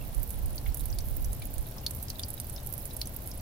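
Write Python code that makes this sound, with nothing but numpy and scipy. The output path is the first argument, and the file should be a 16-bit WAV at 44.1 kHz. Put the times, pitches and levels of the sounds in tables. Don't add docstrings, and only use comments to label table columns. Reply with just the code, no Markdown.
import sys
import numpy as np
from scipy import signal
from scipy.fft import rfft, irfft, next_fast_len
from scipy.io import wavfile

SR = 44100
rng = np.random.default_rng(int(sys.argv[2]) if len(sys.argv) > 2 else 0)


def waveform_to_disk(signal):
    frames = np.transpose(np.atleast_2d(signal))
    scaled = np.clip(frames, -1, 1) * 32767
    samples = np.round(scaled).astype(np.int16)
    wavfile.write(sys.argv[1], SR, samples)


N = 150381

# t/s, relative level/dB, centre f/Hz
STONE_DROPS = [(.147, -39.5, 10900), (0.231, -31.5, 14300), (0.3053, -34.5, 12400), (0.459, -37, 11700),
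               (0.5567, -39, 13800), (0.7448, -32, 12700), (0.772, -35.5, 11900), (0.7952, -38.5, 11500),
               (0.8082, -37, 13000), (0.8563, -33, 12600), (0.9866, -36, 12200), (1.0854, -39, 13000),
               (1.1679, -34.5, 14900), (1.2447, -38.5, 11700), (1.3306, -36, 10500), (1.455, -37.5, 12700),
               (1.5397, -39, 13500), (1.5815, -37.5, 11300), (1.864, -36, 10700), (1.9086, -34.5, 10600),
               (1.9489, -38, 13900), (2.0272, -34, 12100), (2.101, -36, 12400), (2.1948, -36, 11100),
               (2.2837, -39.5, 13900), (2.3038, -33.5, 12100), (2.34, -36.5, 12900), (2.4, -33, 10800),
               (2.4973, -37.5, 9800), (2.6632, -38, 12900), (2.6718, -36, 12200), (2.726, -33.5, 13500),
               (2.7378, -33, 13900), (2.7792, -35, 12700), (2.8547, -35, 11200), (2.9662, -34.5, 10900),
               (3.0146, -38, 12300), (3.0725, -36.5, 10300), (3.164, -33.5, 14300), (3.2745, -37, 12500)]
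# f/Hz, level/dB
SPLASH_SPECTRUM = [(800, -22.5), (3000, -25.5), (6500, -14.5), (8300, -6), (10300, -3), (13000, -5),
                   (15500, -4), (16500, -26)]
# f/Hz, level/dB
LEFT_SHADE = [(3000, 15.5), (7000, 5.5), (10000, -12), (15000, -30)]
# t/s, relative level/dB, bubble f/Hz, bubble T60/s
WATER_DROPS = [(.012, -53, 2700, .06), (0.5797, -42, 4550, .011), (.8016, -52, 3910, .025),
               (0.9017, -49, 5860, .025), (0.9273, -46, 4910, .02), (0.9868, -41, 4620, .015),
               (1.006, -50, 5700, .015), (1.2469, -47, 5860, .022), (1.419, -48.5, 2330, .055),
               (1.7825, -47, 5200, .025), (1.8644, -29, 4350, .029), (2.0829, -45.5, 5110, .017),
               (2.1018, -38.5, 4620, .011), (2.1565, -51, 3950, .035), (2.1941, -39, 3570, .03),
               (2.2339, -35, 4820, .017), (2.377, -51, 3840, .028), (2.4005, -50, 4870, .014),
               (2.5627, -45, 5170, .025), (2.58, -49.5, 3770, .032), (2.9083, -49, 3950, .03),
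               (3.0149, -32.5, 4300, .02), (3.0564, -49, 6120, .035), (3.3145, -46, 5400, .02)]
# t/s, relative level/dB, centre f/Hz, width/octaves
FAR_DROPS = [(.661, -50, 2150, .65), (1.4192, -53, 3000, .6), (1.763, -52, 940, .3)]
# t/s, level/dB
GUSTS = [(0, -38), (.13, -46), (0.189, -29.5), (.27, -46.5), (.45, -28.5), (.63, -43.5), (0.691, -26),
         (.74, -41.5), (1.29, -29.5), (1.4, -50), (1.6, -31), (1.68, -62)]
# f/Hz, relative level/dB
WIND_SPECTRUM = [(12, -18), (25, -1), (42, 2), (72, -8.5), (110, -20.5), (400, -71)]
RUMBLE_SPECTRUM = [(20, -4), (45, -1), (75, 0), (122, -3.5), (165, -11.5), (280, -16), (420, -21.5),
                   (620, -18.5), (850, -23.5), (1200, -35), (2500, -38), (6000, -47)]
HISS_SPECTRUM = [(300, -38), (1000, 6), (2200, 0.5), (4500, 2), (7000, -2), (11000, 2.5), (16000, -2.5)]
# f/Hz, coherence/1
RUMBLE_COHERENCE = [(50, 0.93), (140, 0.97), (380, 0.8), (700, 0.39), (1200, 0.084)]

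TICK_GAIN_DB, PLINK_GAIN_DB, SPLAT_GAIN_DB = 27, 26.7, 27.5
CRACK_T60_S, SPRAY_T60_S, SPRAY_DB = .0025, .025, 3.5
PLAIN_RING_T60_S, LEDGE_T60_S = .02, .07


def drips_on_stone():
    track = np.zeros((2, N))
    for t, db, hz in STONE_DROPS:
        tick = splash(hz, width_hz=2100, spray_db=rng.normal(SPRAY_DB, 1))
        add(track, t, amp(db + TICK_GAIN_DB) * ledge_echo(tick, wet_db=-10))
    for t, size, pitch in random_drops(per_s=205):
        db = min(-24 + 4 * size, -17)
        hz = max(13180 + 1850 * pitch, 10500)
        add(track, t, amp(db) * splash(hz, width_hz=920, spray_db=SPRAY_DB))
    left, right = track
    return np.array([filtered(left, lambda hz: amp(along(LEFT_SHADE, hz))), right])


def splash(centre_hz, width_hz, spray_db):
    crack, spray = rng.standard_normal((2, 2, len(clock())))
    burst = unit_energy(crack * decay(CRACK_T60_S)) + amp(spray_db) * unit_energy(spray * decay(SPRAY_T60_S))
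    peak = lambda hz: np.hypot(1, (hz - centre_hz) / width_hz) ** -1.5
    return unit_energy(coloured(burst, lambda hz: amp(along(SPLASH_SPECTRUM, hz)) * peak(hz)))


def drips_in_water():
    track = np.zeros((2, N))
    for t, db, hz, ring_t60 in WATER_DROPS:
        add(track, t, amp(db + PLINK_GAIN_DB) * plink(hz, ring_t60))
    for t, size, pitch in random_drops(per_s=14):
        hz = 4400 * 2 ** (.35 * pitch)
        add(track, t, amp(-34 + 2 * size) * plink(hz, PLAIN_RING_T60_S))
    return track


def plink(bubble_hz, ring_t60):
    bubble = np.sin(2 * np.pi * bubble_hz * clock()) * decay(ring_t60)
    impact = amp(-14) * slap(bubble_hz, octaves=2.8, t60=CRACK_T60_S)
    surface = amp(1.5) * slap(1.03 * bubble_hz, octaves=.26, t60=.022)
    ring = ring_t60 / PLAIN_RING_T60_S * stone_echoes(bubble)
    return unit_energy(ledge_echo(ring + impact + surface, wet_db=-10))


def slap(centre_hz, octaves, t60):
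    burst = rng.standard_normal((2, len(clock()))) * decay(t60)
    peak = lambda hz: np.hypot(1, np.log2((hz + 1) / centre_hz) / octaves) ** -2
    return unit_energy(coloured(burst, peak))


def far_splats():
    track = np.zeros((2, N))
    for t, db, hz, octaves in FAR_DROPS:
        add(track, t, amp(db + SPLAT_GAIN_DB) * ledge_echo(slap(hz, octaves, t60=.053), wet_db=2))
    return track


def stone_echoes(ring, count=6, longest_s=.0075):
    pair = np.array([ring, ring])
    for channel in pair:
        delays = rng.uniform(0.096, 1, count) * longest_s
        for delay, sign in zip(delays, rng.choice([-1, 1], count)):
            lag = max(int(delay * SR), 1)
            channel[lag:] += amp(-9.5) * sign / np.sqrt(count) * ring[:-lag]
    return unit_energy(pair)


def ledge_echo(sound, wet_db):
    tail = unit_energy(rng.standard_normal(sound.shape) * decay(LEDGE_T60_S))
    return sound + amp(wet_db) * signal.fftconvolve(sound, tail, axes=1)[:, :sound.shape[1]]


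def wind():
    gusts = amp(np.interp(np.arange(N) / SR, *np.transpose(GUSTS)))
    return gusts * pan(-4.5) * stereo_noise(WIND_SPECTRUM, coherence=[(50, 0.13)])


def far_rumble(lag_s=.00025):
    rumble = amp(-40) * pan(0.6) * stereo_noise(RUMBLE_SPECTRUM, RUMBLE_COHERENCE)
    delays = np.array([[lag_s], [-lag_s]]) / 2
    return filtered(rumble, lambda hz: np.exp(-2j * np.pi * hz * delays))


def hiss():
    return amp(-53.5) * stereo_noise(HISS_SPECTRUM, coherence=[(2000, 0.029)])


def stereo_noise(spectrum, coherence):
    def response(hz):
        angle = np.arccos(np.clip(along(coherence, hz), -1, 1)) / 2
        return amp(along(spectrum, hz)) * np.array([np.cos(angle), np.sin(angle)])
    mid, side = filtered(rng.standard_normal((2, N)), response)
    pair = np.array([mid + side, mid - side])
    return pair / np.sqrt(np.mean(pair ** 2) + 1e-20)


def random_drops(per_s):
    deviates = rng.standard_normal((2000, 2))
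    times = np.cumsum(rng.exponential(1, len(deviates))) / per_s
    return np.column_stack([times, deviates])[times < N / SR]


def coloured(burst, gain):
    n = burst.shape[-1]
    cepstrum = irfft(np.log(np.maximum(gain(np.fft.rfftfreq(n, 1 / SR)), 1e-6)))
    cepstrum[1:n // 2] *= 2
    cepstrum[n // 2 + 1:] = 0
    return irfft(rfft(burst) * np.exp(rfft(cepstrum)))


def filtered(x, response):
    size = next_fast_len(N + SR // 2)
    return irfft(rfft(x, size) * response(np.fft.rfftfreq(size, 1 / SR)), size)[..., :N]


def along(points, hz):
    freqs, values = np.transpose(points)
    return np.interp(np.log(hz + 1), np.log(freqs + 1), values)


def amp(db):
    return 10 ** (np.asarray(db) / 20)


def pan(db):
    return amp([[db], [-db]])


def unit_energy(x):
    return x / np.sqrt(np.sum(x ** 2, axis=-1, keepdims=True) + 1e-20)


def clock():
    return np.arange(4096) / SR


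def decay(t60):
    return np.exp(-np.log(1000) * clock() / max(t60, 1e-4))


def add(track, t, sound):
    start = int(np.clip(round(t * SR), 0, N - 1))
    track[:, start:start + sound.shape[1]] += sound[:, :N - start]


def scene():
    return wind() + far_rumble() + hiss() + drips_in_water() + far_splats() + drips_on_stone()


def record(dry):
    return filtered(dry, lambda hz: hz < 15950)


dry = scene()
out = record(dry)
waveform_to_disk(out)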